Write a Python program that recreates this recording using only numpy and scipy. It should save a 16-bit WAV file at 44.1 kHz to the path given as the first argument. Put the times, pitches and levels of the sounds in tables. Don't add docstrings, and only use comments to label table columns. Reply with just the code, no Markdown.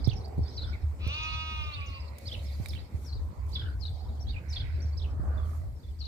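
import sys
import numpy as np
from scipy import signal
from scipy.fft import rfft, irfft, next_fast_len
from scipy.io import wavfile
from scipy.ndimage import uniform_filter1d, map_coordinates

SR = 44100
rng = np.random.default_rng(int(sys.argv[2]) if len(sys.argv) > 2 else 0)


def store_pcm(level_fs):
    pcm = np.round(np.clip(level_fs, -1, 1) * 32767).astype(np.int16)
    wavfile.write(sys.argv[1], SR, np.atleast_2d(pcm).T)


def voltage_ratio(decibels):
    exponent = np.asarray(decibels, float) / 20
    return 10 ** exponent


N = 267747


def unit(x):
    return x / np.sqrt(np.mean(x ** 2) + 1e-20)


def along(points, hz, axis=1):
    columns = np.transpose(points)
    return np.interp(np.log(hz + 1), np.log(columns[0] + 1), columns[axis])


def curves(rows):
    s, *columns = np.transpose(rows)
    return [np.interp(np.arange(N) / SR, s, column) for column in columns]


def wobble(rate, size=N):
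    knots = rng.standard_normal(int(size * rate / SR) + 4)
    return map_coordinates(knots, [np.arange(size) * rate / SR])


def bump(middle, half):
    return np.exp(-((np.arange(N) / SR - middle) / half) ** 2)


def bouts(rows, quiet_db):
    return voltage_ratio(quiet_db) + sum(voltage_ratio(db) * bump(s, half) for s, half, db in rows)


def filtered(x, response):
    m = next_fast_len(N + SR // 2)
    return irfft(rfft(x, m) * response(np.fft.rfftfreq(m, 1 / SR)), m)[..., :N]


def ring(hz, centre_hz, width_hz):
    return 1j * hz * width_hz / (centre_hz ** 2 - hz ** 2 + 1j * hz * width_hz)


def sides(db):
    pair = np.array([voltage_ratio(db / 2), voltage_ratio(-db / 2)])
    return pair / np.sqrt(np.mean(pair ** 2, axis=0))


def rush(spectrum, patchy_db, size=8):
    # (frequency [Hz], likeness [0-1])
    alike = [(60, .82), (290, .75), (640, .55), (1400, 0)]
    z = signal.stft(rng.standard_normal((2, N)), nperseg=512)[2]
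    patches = rng.standard_normal(z.shape[1:])
    for axis in (0, 1):
        patches = uniform_filter1d(patches, size, axis=axis)
    pair = signal.istft(z * voltage_ratio(patchy_db * unit(patches)), nperseg=512)[1][:, :N]

    def shape(hz):
        inside = (hz > spectrum[0][0]) & (hz < spectrum[-1][0])
        turn = np.arccos(np.clip(along(alike, hz), -1, 1)) / 2
        return inside * voltage_ratio(along(spectrum, hz)) * [np.cos(turn), np.sin(turn)]

    mid, side = filtered(pair, shape)
    return unit(np.array([mid + side, mid - side]))


def echoes(x, t60, count=SR // 2):
    tail = rng.standard_normal((2, count)) * voltage_ratio(-60 * np.arange(count) / SR / t60)
    return signal.fftconvolve(x[None], tail / np.linalg.norm(tail[0]), axes=1)[:, :N]


def engine(steady=0.78):
    # (time [s], level [dB])
    drone = [(0, -28), (.2, -33.5), (.42, -25), (.6, -29.5), (.85, -29.5), (1.1, -31.5), (1.7, -34),
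             (2.15, -38.5), (3.2, -32), (3.75, -35), (4.3, -34), (5.3, -30), (6.07, -39)]
    # (middle [s], half length [s], depth [dB])
    lulls = [(0.328, 0.035, -14), (0.529, 0.085, -14), (0.784, 0.032, -16), (0.988, 0.069, -5.5),
             (1.16, 0.086, -6.5), (1.484, 0.065, -7), (2.194, 0.05, -11.5), (2.908, 0.029, -17),
             (3.346, 0.028, -28), (4.431, 0.043, -15.5), (5.807, 0.026, -16)]
    # (frequency [Hz], level per Hz [dB])
    tone = [(25, -51), (45, -8), (62, -3.5), (75, 5.5), (88, -4), (105, -11.5), (130, -18), (200, -52)]
    hum = rush(tone, patchy_db=5.5)
    beating = np.sqrt(np.abs(uniform_filter1d(np.mean(hum ** 2, axis=0), size=1300)) + 0.11)
    swell_db = curves(drone)[0] + sum(db * bump(s, half) for s, half, db in lulls)
    return voltage_ratio(swell_db) * unit(hum / beating ** steady)


def flock():
    # (time [s], level [dB])
    stir = [(0, -51), (.7, -53.5), (1.5, -57), (2.5, -55.5), (3.4, -54.5), (3.8, -56), (4.9, -55),
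            (5.25, -50.5), (5.75, -59), (6.07, -60.5)]
    # (frequency [Hz], level [dB])
    shuffle = [(100, 14.5), (200, 8), (300, 3), (600, -1.5), (1000, -6), (1500, -12.5), (2000, -17.5)]
    # (middle [s], half length [s], level [dB])
    tramping = [(.1, 0.14, -70), (.75, 0.47, -70), (1.9, 0.31, -64), (2.5, 0.39, -62), (3.5, 0.2, -75),
                (4.62, 0.21, -57.5)]
    # (frequency [Hz], level [dB])
    hooves = [(1500, -35), (1900, 8.5), (2250, 11), (2600, 3), (3200, -13)]
    soft = voltage_ratio(curves(stir)[0] + 4.0 + wobble(18)) * sides(-1.6)[:, None] * rush(shuffle, patchy_db=2.5)
    steps = bouts(tramping, quiet_db=-76.5) * voltage_ratio(1.96 * wobble(25))
    return soft + steps * sides(-17.5)[:, None] * rush(hooves, patchy_db=-1.5)


def far_birds():
    # (middle [s], half length [s], level [dB])
    squabbles = [(0, 0.18, -64), (.48, 0.073, -61.5), (.68, 0.12, -63), (1.95, 0.16, -68.5),
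                 (2.55, 0.3, -65.5), (3.6, 0.062, -56), (4.0, 0.14, -67), (4.75, 0.24, -71)]
    # (frequency [Hz], level [dB])
    chatter = [(3000, -7.5), (3700, -0.5), (4400, 5), (5200, -0.5), (6000, -25)]
    loudness = bouts(squabbles, quiet_db=-79.5) * voltage_ratio(3 + 2 * wobble(22))
    return loudness * rush(chatter, patchy_db=4, size=5)


def hiss():
    # (frequency [Hz], level [dB])
    floor = [(2500, -6), (6000, -3), (8500, -1), (9300, -8), (12000, -5), (15600, -7)]
    return voltage_ratio(-70.0) * rush(floor, patchy_db=2.5)


def flock_of_birds():
    # (time after the start [ms], pitch [Hz], level [dB])
    steep = [(0, 3700, -14), (5, 4900, -7), (12, 5330, -2), (18, 5100, -2), (27, 3900, -4), (40, 3250, -13),
             (44, 3250, -35), (48, 3250, -7), (57, 3850, -2), (63, 4600, -6), (69, 3600, -5),
             (81, 2600, -4), (88, 3300, -15), (95, 2550, -7), (101, 2500, -24)]
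    low = [(0, 3700, -20), (8, 4100, -15), (14, 4550, -6), (22, 4600, -10), (29, 5300, -13), (36, 3550, -3),
           (44, 3450, 0), (57, 3350, -6), (63, 3250, -32), (71, 3330, -12), (76, 3420, 0), (84, 3450, -11),
           (92, 3300, -6), (100, 2850, -10)]
    short = [(0, 4300, -20), (13, 5650, -11), (20, 4800, -4), (30, 4320, 0), (48, 4050, -5),
             (54, 3800, -32), (59, 3800, -2), (76, 4580, -4), (91, 3600, -8), (104, 3700, -22)]
    long = [(0, 4600, -20), (8, 5700, -11), (17, 6250, -9), (20, 5600, -9), (34, 5400, -5), (44, 4900, -10),
            (52, 4300, 0), (62, 4250, -2), (68, 5000, -13), (75, 4200, -3), (86, 4250, 0), (111, 5050, -7),
            (120, 4250, -5), (140, 3700, -13)]
    arch = [(0, 3100, -28), (30, 3450, -14), (46, 3950, 0), (58, 3700, -9), (72, 3200, -18),
            (94, 2650, -10), (104, 2350, -16), (112, 2480, -4), (130, 2480, -4), (140, 2480, -20)]
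    peep = [(0, 5600, -6), (14, 5650, 0), (30, 5500, -2), (38, 5000, -10)]
    whip = [(0, 4500, -6), (8, 6300, 0), (16, 9000, -8)]
    hoop = [(0, 4300, -14), (11, 4750, -4), (17, 5450, -15), (21, 5620, -3), (46, 5620, 0), (52, 5000, -14),
            (57, 4600, -6), (68, 4100, -12)]
    rise = [(0, 4100, -8), (14, 4500, -2), (26, 4950, 0), (32, 5000, -8)]
    far = [(0, 5600, -10), (14, 5250, 0), (26, 5100, -3), (40, 3800, -1), (56, 3500, -6), (72, 4100, -2),
           (90, 4900, -1), (112, 3900, -8)]
    drawl = [(0, 5500, -22), (25, 4300, -20), (35, 3800, -3), (54, 3100, -6), (62, 3050, -28),
             (68, 3150, -2), (80, 3550, 0), (87, 4300, -7), (93, 3050, -2), (102, 2950, -2),
             (108, 2300, -9)]
    kink = [(0, 3750, -8), (17, 4450, -2), (30, 4400, 0), (38, 4850, -7)]
    # (start [s], level [dB], left-right [dB], slowness [factor], pitch [factor])
    steep_at = [(.041, -46.5, -22, .97, 1.0), (2.682, -51.5, -19, 1.01, 1.0), (4.968, -52, -22, 1.0, 1.0)]
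    low_at = [(3.52, -43, -9.5, 1.02, 1.0), (4.526, -42.5, -18, 1.0, 1.0), (5.326, -67.5, -25, 1.4, 1.0),
              (5.788, -69, -23, 1.3, 1.0)]
    short_at = [(0.553, -46, -2, 0.98, 0.97), (3.795, -48, 17, 0.99, 1.0), (5.987, -47.5, 11, 0.92, 0.99)]
    long_at = [(1.227, -54, 11, 1, 0.99), (1.856, -60.5, -9, 0.95, 1.0), (3.042, -55.5, 7, 1.01, .99),
               (4.482, -50, 4, 1.04, 1.0)]
    arch_at = [(1.706, -45.5, -16, 1.02, 0.97), (4.254, -48, -16, 1.0, 0.99)]
    peep_at = [(.153, -56, -8, .95, 0.95), (.13, -62, -7, .4, 1.04), (.204, -59, 2, 0.38, 0.8),
               (4.86, -71.5, 4, 1.1, 1.0), (5.097, -74, 0, .7, .92), (0.499, -66.5, -7, 2.1, 1.01),
               (.67, -65, -8, 1.4, 0.92), (.727, -56.5, -23, 0.91, 0.4), (1.225, -60.5, 10, 0.41, 1.18),
               (1.335, -50, 10, 0.64, 0.74), (1.63, -60, -6, 0.8, 0.89), (1.857, -75, 8, .5, 1.19),
               (1.8, -60, -13, .5, 0.8), (1.995, -60, -12, 0.92, 0.87), (2.076, -66, -10, 0.47, 0.84),
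               (2.08, -61, -7, 0.39, 0.78), (.432, -62, -1, .4, .92), (2.391, -60, -10, 0.28, 0.69),
               (2.793, -60, -10, .8, 0.82), (3.613, -60, 2, 0.8, 0.63), (3.653, -63.5, 7, 0.73, 0.54),
               (4.081, -68, 0, 0.67, 0.68), (5.75, -77, 11, 1.2, 0.95)]
    whip_at = [(.104, -66, -5, .6, .85), (.119, -63, -5, .5, .75), (3.514, -65, -7, 1.0, 1.0),
               (4.52, -68, -10, 1.0, 1.0)]
    hoop_at = [(4.19, -59, 14, .85, .98), (4.8, -58, 4, 1.0, 1.0), (2.776, -60, -15, .45, .72)]
    rise_at = [(.235, -59.5, -2, 0.95, 0.95), (.243, -61, -2, .6, 1.04), (0.446, -58, -10, 1.75, 1.046),
               (1.121, -49, 3, 0.99, 0.93), (1.9, -71, -4, 1.23, 0.87), (1.945, -65, -5, 1.1, 0.93),
               (2.254, -47.5, -5, .95, 1.0), (2.86, -81, 0, 1, 1.1), (2.92, -88, 2, 1.0, 0.75),
               (3.98, -66, -3, 1.4, 0.91), (4.921, -63.5, 0, 0.73, 0.98)]
    far_at = [(2.451, -61.5, -6, 0.99, 1.0)]
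    drawl_at = [(2.248, -49, -8, 1.0, 1.0)]
    kink_at = [(1.719, -51, -10, 1.0, 1.0), (4.268, -57, -10, 1.42, 1.0)]
    # (pitch over the first voice [factor], level [dB], change over the call [dB], left lag [ms])
    voices = [(1, -12, -28, -0.3), (1.12, -14, -5, 0.133), (1.1, -20, 6, -0.271), (1, -16.5, -12, -0.18),
              (1.17, -22, 0, -0.17), (1.1, -17.5, 6, 0.304), (1.3, -14, 0, 0.27), (1.11, -14, -3, 0.29),
              (1.1, -12, -6, 0.068), (0.81, -14, 2, -0.24), (1.4, -12, 1, -0.315), (1.1, -25, 0, -0.2)]
    songs = [steep, low, short, long, arch, peep, whip, hoop, rise, far, drawl, kink]
    times = [steep_at, low_at, short_at, long_at, arch_at, peep_at,
             whip_at, hoop_at, rise_at, far_at, drawl_at, kink_at]
    return zip(songs, times, voices)


def chirp(song, slow, pitch, warble, voice, fade=.003):
    ms, hz, shape_db = np.transpose(song)
    second, second_db, fading_db, lag_ms = voice
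    at = ms * slow / 1000
    t = np.arange(0, at[-1], 1 / SR)
    glide = uniform_filter1d(np.interp(t, at, hz), size=160, mode="nearest")
    glide = pitch * warble[:len(t)] * glide
    speed = np.abs(np.gradient(glide)) * SR / 160000.0
    edges = np.clip(np.minimum(t, at[-1] - t) / fade, 0, 1)
    edges = edges * voltage_ratio(-0.5 * np.clip(speed, 0, 2))
    turns = np.cumsum(glide) / SR - glide * np.array([[lag_ms / 1000], [0]])
    whistle = np.sin(2 * np.pi * turns)
    whistle = whistle + voltage_ratio(second_db + fading_db * t / at[-1]) * np.sin(2 * np.pi * second * turns)
    return voltage_ratio(np.interp(t, at, shape_db) + 9.0) * edges * whistle


def sparrows():
    near = np.zeros((2, N + SR))
    warble = np.pad(1 + .016 * wobble(140), (0, SR), mode="edge")
    for song, chirps, voice in flock_of_birds():
        for s, db, pan_db, slow, pitch in chirps:
            start = round(s * SR)
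            call = chirp(song, slow, pitch, warble[start:], voice)
            near[:, start:start + call.shape[1]] += sides(pan_db)[:, None] * voltage_ratio(db) * call
    near = near[:, :N] * voltage_ratio(2.3 * wobble(110) + 1.5 * np.array([wobble(300), wobble(300)]) - 1)
    breath = np.array([wobble(3580), wobble(3580)])
    near = near * (1 + voltage_ratio(-16.5) * breath)
    near[:, 1100:] += voltage_ratio(-17) * near[::-1, :-1100]
    branches = echoes(near.sum(axis=0) / np.sqrt(2) * wobble(300), t60=0.045)
    near += voltage_ratio(-6.5) * branches
    trees = echoes(near.sum(axis=0) / np.sqrt(2) * wobble(900), t60=0.3)
    return near + voltage_ratio(-8.5) * trees


def finger_bumps():
    # (time [s], peak [dB], left-right [dB], ring [Hz])
    bumps = [
        (0.074, -12.5, -38, 113.7),
        (0.38, -20.5, -32, 105.5),
        (0.392, -18, -17, 84),
        (1.066, -22.5, -13, 85),
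        (2.599, -24, -39, 103),
        (2.943, -27.5, -29, 90),
        (4.847, -28, -9, 87),
        (5.197, -25.5, 4, 91),
    ]
    out, t = np.zeros((2, N + SR)), np.arange(SR // 10) / SR
    for s, db, pan_db, hz in bumps:
        onset = 1 - np.exp(-t / 0.0012)
        turns = hz * (t + 0.0043 * onset)
        thud = voltage_ratio(db - 20.0 * (t / 0.03) ** 2) * onset * np.sin(2 * np.pi * turns)
        start = round(s * SR)
        out[:, start:start + len(t)] -= sides(pan_db)[:, None] * thud
    return out[:, :N]


def finger_ticks():
    # (time [s], peak [dB], left-right [dB], knock [dB])
    ticks = [(0.0756, -41.5, -33, -4), (.243, -56, 0, -18), (0.2805, -51, -2.5, -18), (.346, -68, -3, -18),
             (.381, -53, -10, -8), (1.075, -43, -22, 6), (2.184, -36.5, 4, -47), (2.6594, -35, -15, 9.5),
             (2.685, -35.5, 19, -9), (2.735, -51, -15, 17), (2.751, -51, -16, 14), (3.465, -53, 2, -18)]
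    out, t = np.zeros((2, N + SR)), np.arange(SR // 10) / SR
    for s, db, pan_db, knock_db in ticks:
        snap = signal.lfilter([1, 0, -.8], 1, rng.standard_normal((2, len(t))))
        snap = snap * voltage_ratio(-6.0 - 60 * t / 0.028)
        knock = np.sin(2 * np.pi * 2300 * t) + 0.57 * np.sin(2 * np.pi * 3800 * t)
        knock = knock * voltage_ratio(knock_db - 2.0 - 60 * t / 0.013)
        start = round(s * SR)
        out[:, start:start + len(t)] += sides(pan_db)[:, None] * voltage_ratio(db - 3.0) * (snap + knock)
    return out[:, :N]


def far_calls():
    # (middle [s], resonance [Hz], level [dB], left-right [dB])
    caws = [
        (.685, 1446, -55, -6),
        (3.669, 1503, -51, -1.5),
        (5.34, 1460, -53.5, 3),
    ]
    # (middle [s], half length
    # [s], resonance [Hz], level [dB], left-right [dB])
    lows = [(.264, 0.26, 416, -52, -2), (0.276, 0.22, 750, -52.5, -10), (1.094, 0.04, 552, -50.5, -3),
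            (2.066, 0.096, 980, -56.5, -7), (2.262, 0.44, 552, -57, -2.5), (3.42, 0.28, 1013, -59.5, -16),
            (4.093, 0.25, 750, -57, -6), (4.636, 0.27, 1560, -60, -16), (5.343, 0.14, 627, -52, -5.5),
            (5.166, 0.15, 1110, -69, -14), (5.396, 0.2, 1190, -53.5, -12), (5.526, 0.13, 1850, -65.5, -10),
            (5.653, 0.11, 617, -59.5, -2)]
    t = np.arange(N) / SR
    pulses = 1 + .25 * np.cos(2 * np.pi * np.cumsum(75 + 20 * wobble(20)) / SR)
    rasp = rng.standard_normal((2, N)) * pulses ** 2
    calls = [(s, 0.073, hz, db, pan_db, 0.17) for s, hz, db, pan_db in caws]
    calls += [(*row, 0.24) for row in lows]
    out = np.zeros((2, N))
    for s, half, hz, db, pan_db, wide in calls:
        throat = unit(filtered(rasp, lambda f: ring(f, hz, wide * hz) ** 2))
        out += sides(pan_db)[:, None] * voltage_ratio(db) * bump(s, half) * throat
    return out


def mouth_gain_db(hz, order, t, mouth_db, hoarse):
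    # (frequency [Hz], width [Hz], level [dB])
    cavities = [(3180, 430, -4), (3850, 150, -1), (4380, 130, -5), (4720, 140, 5.5), (5900, 620, 9.5)]
    gain = np.clip(np.log2(hz / 1900), 0, 1.5) * mouth_db
    gain = gain + sum(db * np.exp(-((hz - c) / w) ** 2) for c, w, db in cavities)
    slack = -40 * np.clip(np.log2(hz / 4200), 0, 1)
    pinch = -42 * np.exp(-((hz - 3320) / 300) ** 2)
    gain = gain + hoarse * (slack + pinch)
    closing_s = 1.61
    favoured = 2 * np.exp(-((hz - 2720) / 180) ** 2) - 1.06 * np.clip(hz / 600 - 2.05, 0, 1)
    gain += 3.5 * np.clip((t - closing_s) / 0.26, 0, 1) * favoured
    gain -= 27 * np.clip(t - closing_s, 0, 1) * np.isin(order, test_elements=(3, 5, 6, 7))
    return gain


def sheep(count=25):
    # (time [s], pitch [Hz], effort [dB], mouth opening [dB], hoarseness [0-1])
    bleat = [
        (.98, 215.8, -66, 6.5, 0.13),
        (1.1, 280.8, -56, 7, 0.11),
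        (1.16, 308.9, -52, 4, 0.11),
        (1.25, 314.8, -50, 3, 0.1),
        (1.5, 315, -51, 2, 0.03),
        (1.68, 303.6, -51.5, -3, 0.17),
        (1.81, 284.3, -53.5, -10, 0.22),
        (1.97, 271.2, -56.5, -9.5, 0.21),
        (2.06, 251.5, -65, -24, 0.33),
    ]
    # (frequency [Hz], level [dB])
    throat = [(630, -22.5), (820, -15), (940, -9), (1100, -3.5), (1260, -1), (1420, -15), (1900, -21),
              (2200, -12), (2510, 0), (2830, 1.5), (3140, -10.5), (3480, -2.5), (4400, -18.5), (7200, -41)]
    # (frequency [Hz], left-right [dB], left lag [radians])
    shade = [(630, -3, 1), (940, 0, 1.6), (1260, -16, 2), (1570, -4, .6), (2510, -2, 1.7), (2830, -1, 4.1),
             (4090, -2, 4.6)]
    t = np.arange(N) / SR
    begin_s, end_s = bleat[0][0], bleat[-1][0]
    on = slice(round(begin_s * SR), round(end_s * SR))
    pitch, effort_db, mouth_db, hoarse = curves(bleat)
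    pitch = uniform_filter1d(pitch, size=2600)
    turns = np.cumsum(pitch * (1 + 0.0006 * wobble(28) + 0.012 * hoarse * wobble(22))) / SR

    order = np.arange(1, count)[:, None]
    hz = order * pitch[on]
    tired = np.clip(hoarse[on], 0, .25)
    flutter = np.array([wobble(30, size=hz.shape[1]) for _ in order])
    drift_db = (1.9 + 11 * tired) * np.clip(hz / 3000, .5, 1) * flutter
    level_db = along(throat, hz) + mouth_gain_db(hz, order, t[on], mouth_db[on], tired) + drift_db
    waves = np.cos(2 * np.pi * (order * turns[on] + rng.random(order.shape)))
    voice = np.zeros(N)
    voice[on] = np.sum(voltage_ratio(level_db) * waves, axis=0)

    def rasp(f):
        whistle = 0.3 * np.abs(ring(f, 3800, 500)) ** 2
        return voltage_ratio(along(throat, f)) + whistle + 0.04 * np.abs(ring(f, 5900, 1500)) ** 2

    puffs = rng.standard_normal(N) * (1 + np.cos(2 * np.pi * turns)) ** 2
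    air = np.clip(hoarse, 0, 1) * voltage_ratio(mouth_db) * unit(filtered(puffs, rasp))
    voice[on] += 4 * air[on]
    voice *= voltage_ratio(effort_db + 8.5) * np.clip((t - begin_s) / .07, 0, 1)

    def at_ports(f):
        late = np.exp(-1j * along(shade, f, axis=2) * np.array([[1], [0]]))
        return sides(along(shade, f)) * late

    return filtered(voice, at_ports) + voltage_ratio(-10) * echoes(voice, t60=0.43)


def skin_rub():
    # (start [s], end [s], level [dB])
    strokes = [
        (2.21, 2.74, -63),
        (2.964, 3.066, -65.5),
        (3.495, 3.54, -67),
        (4.494, 4.545, -69),
        (5.46, 5.58, -66.5),
    ]
    # (frequency [Hz], level [dB])
    skin = [(3000, 1.5), (6000, 4), (9000, 1.5), (11500, 2.5), (15600, -2)]
    t = np.arange(N) / SR
    press = np.zeros(N)
    for a, b, db in strokes:
        grip_db = 600 * np.clip(a - t, 0, None)
        slip_db = 174 * np.clip(t - b, 0, None)
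        press += voltage_ratio(db - grip_db - slip_db)
    return press * voltage_ratio(1.5 * wobble(40) + wobble(7)) * rush(skin, patchy_db=1.5)


def scene():
    background = engine() + flock() + far_birds() + hiss()
    animals = sparrows() + far_calls() + sheep()
    handling = finger_bumps() + finger_ticks() + skin_rub()
    return background + animals + handling


def top_cut(x):
    return signal.sosfilt(signal.butter(12, 15710, fs=SR, output="sos"), x)


def record(dry):
    top_hz = 15650
    mix = filtered(dry, lambda hz: hz < top_hz)
    return top_cut(mix)


dry = scene()
out = record(dry)
store_pcm(out)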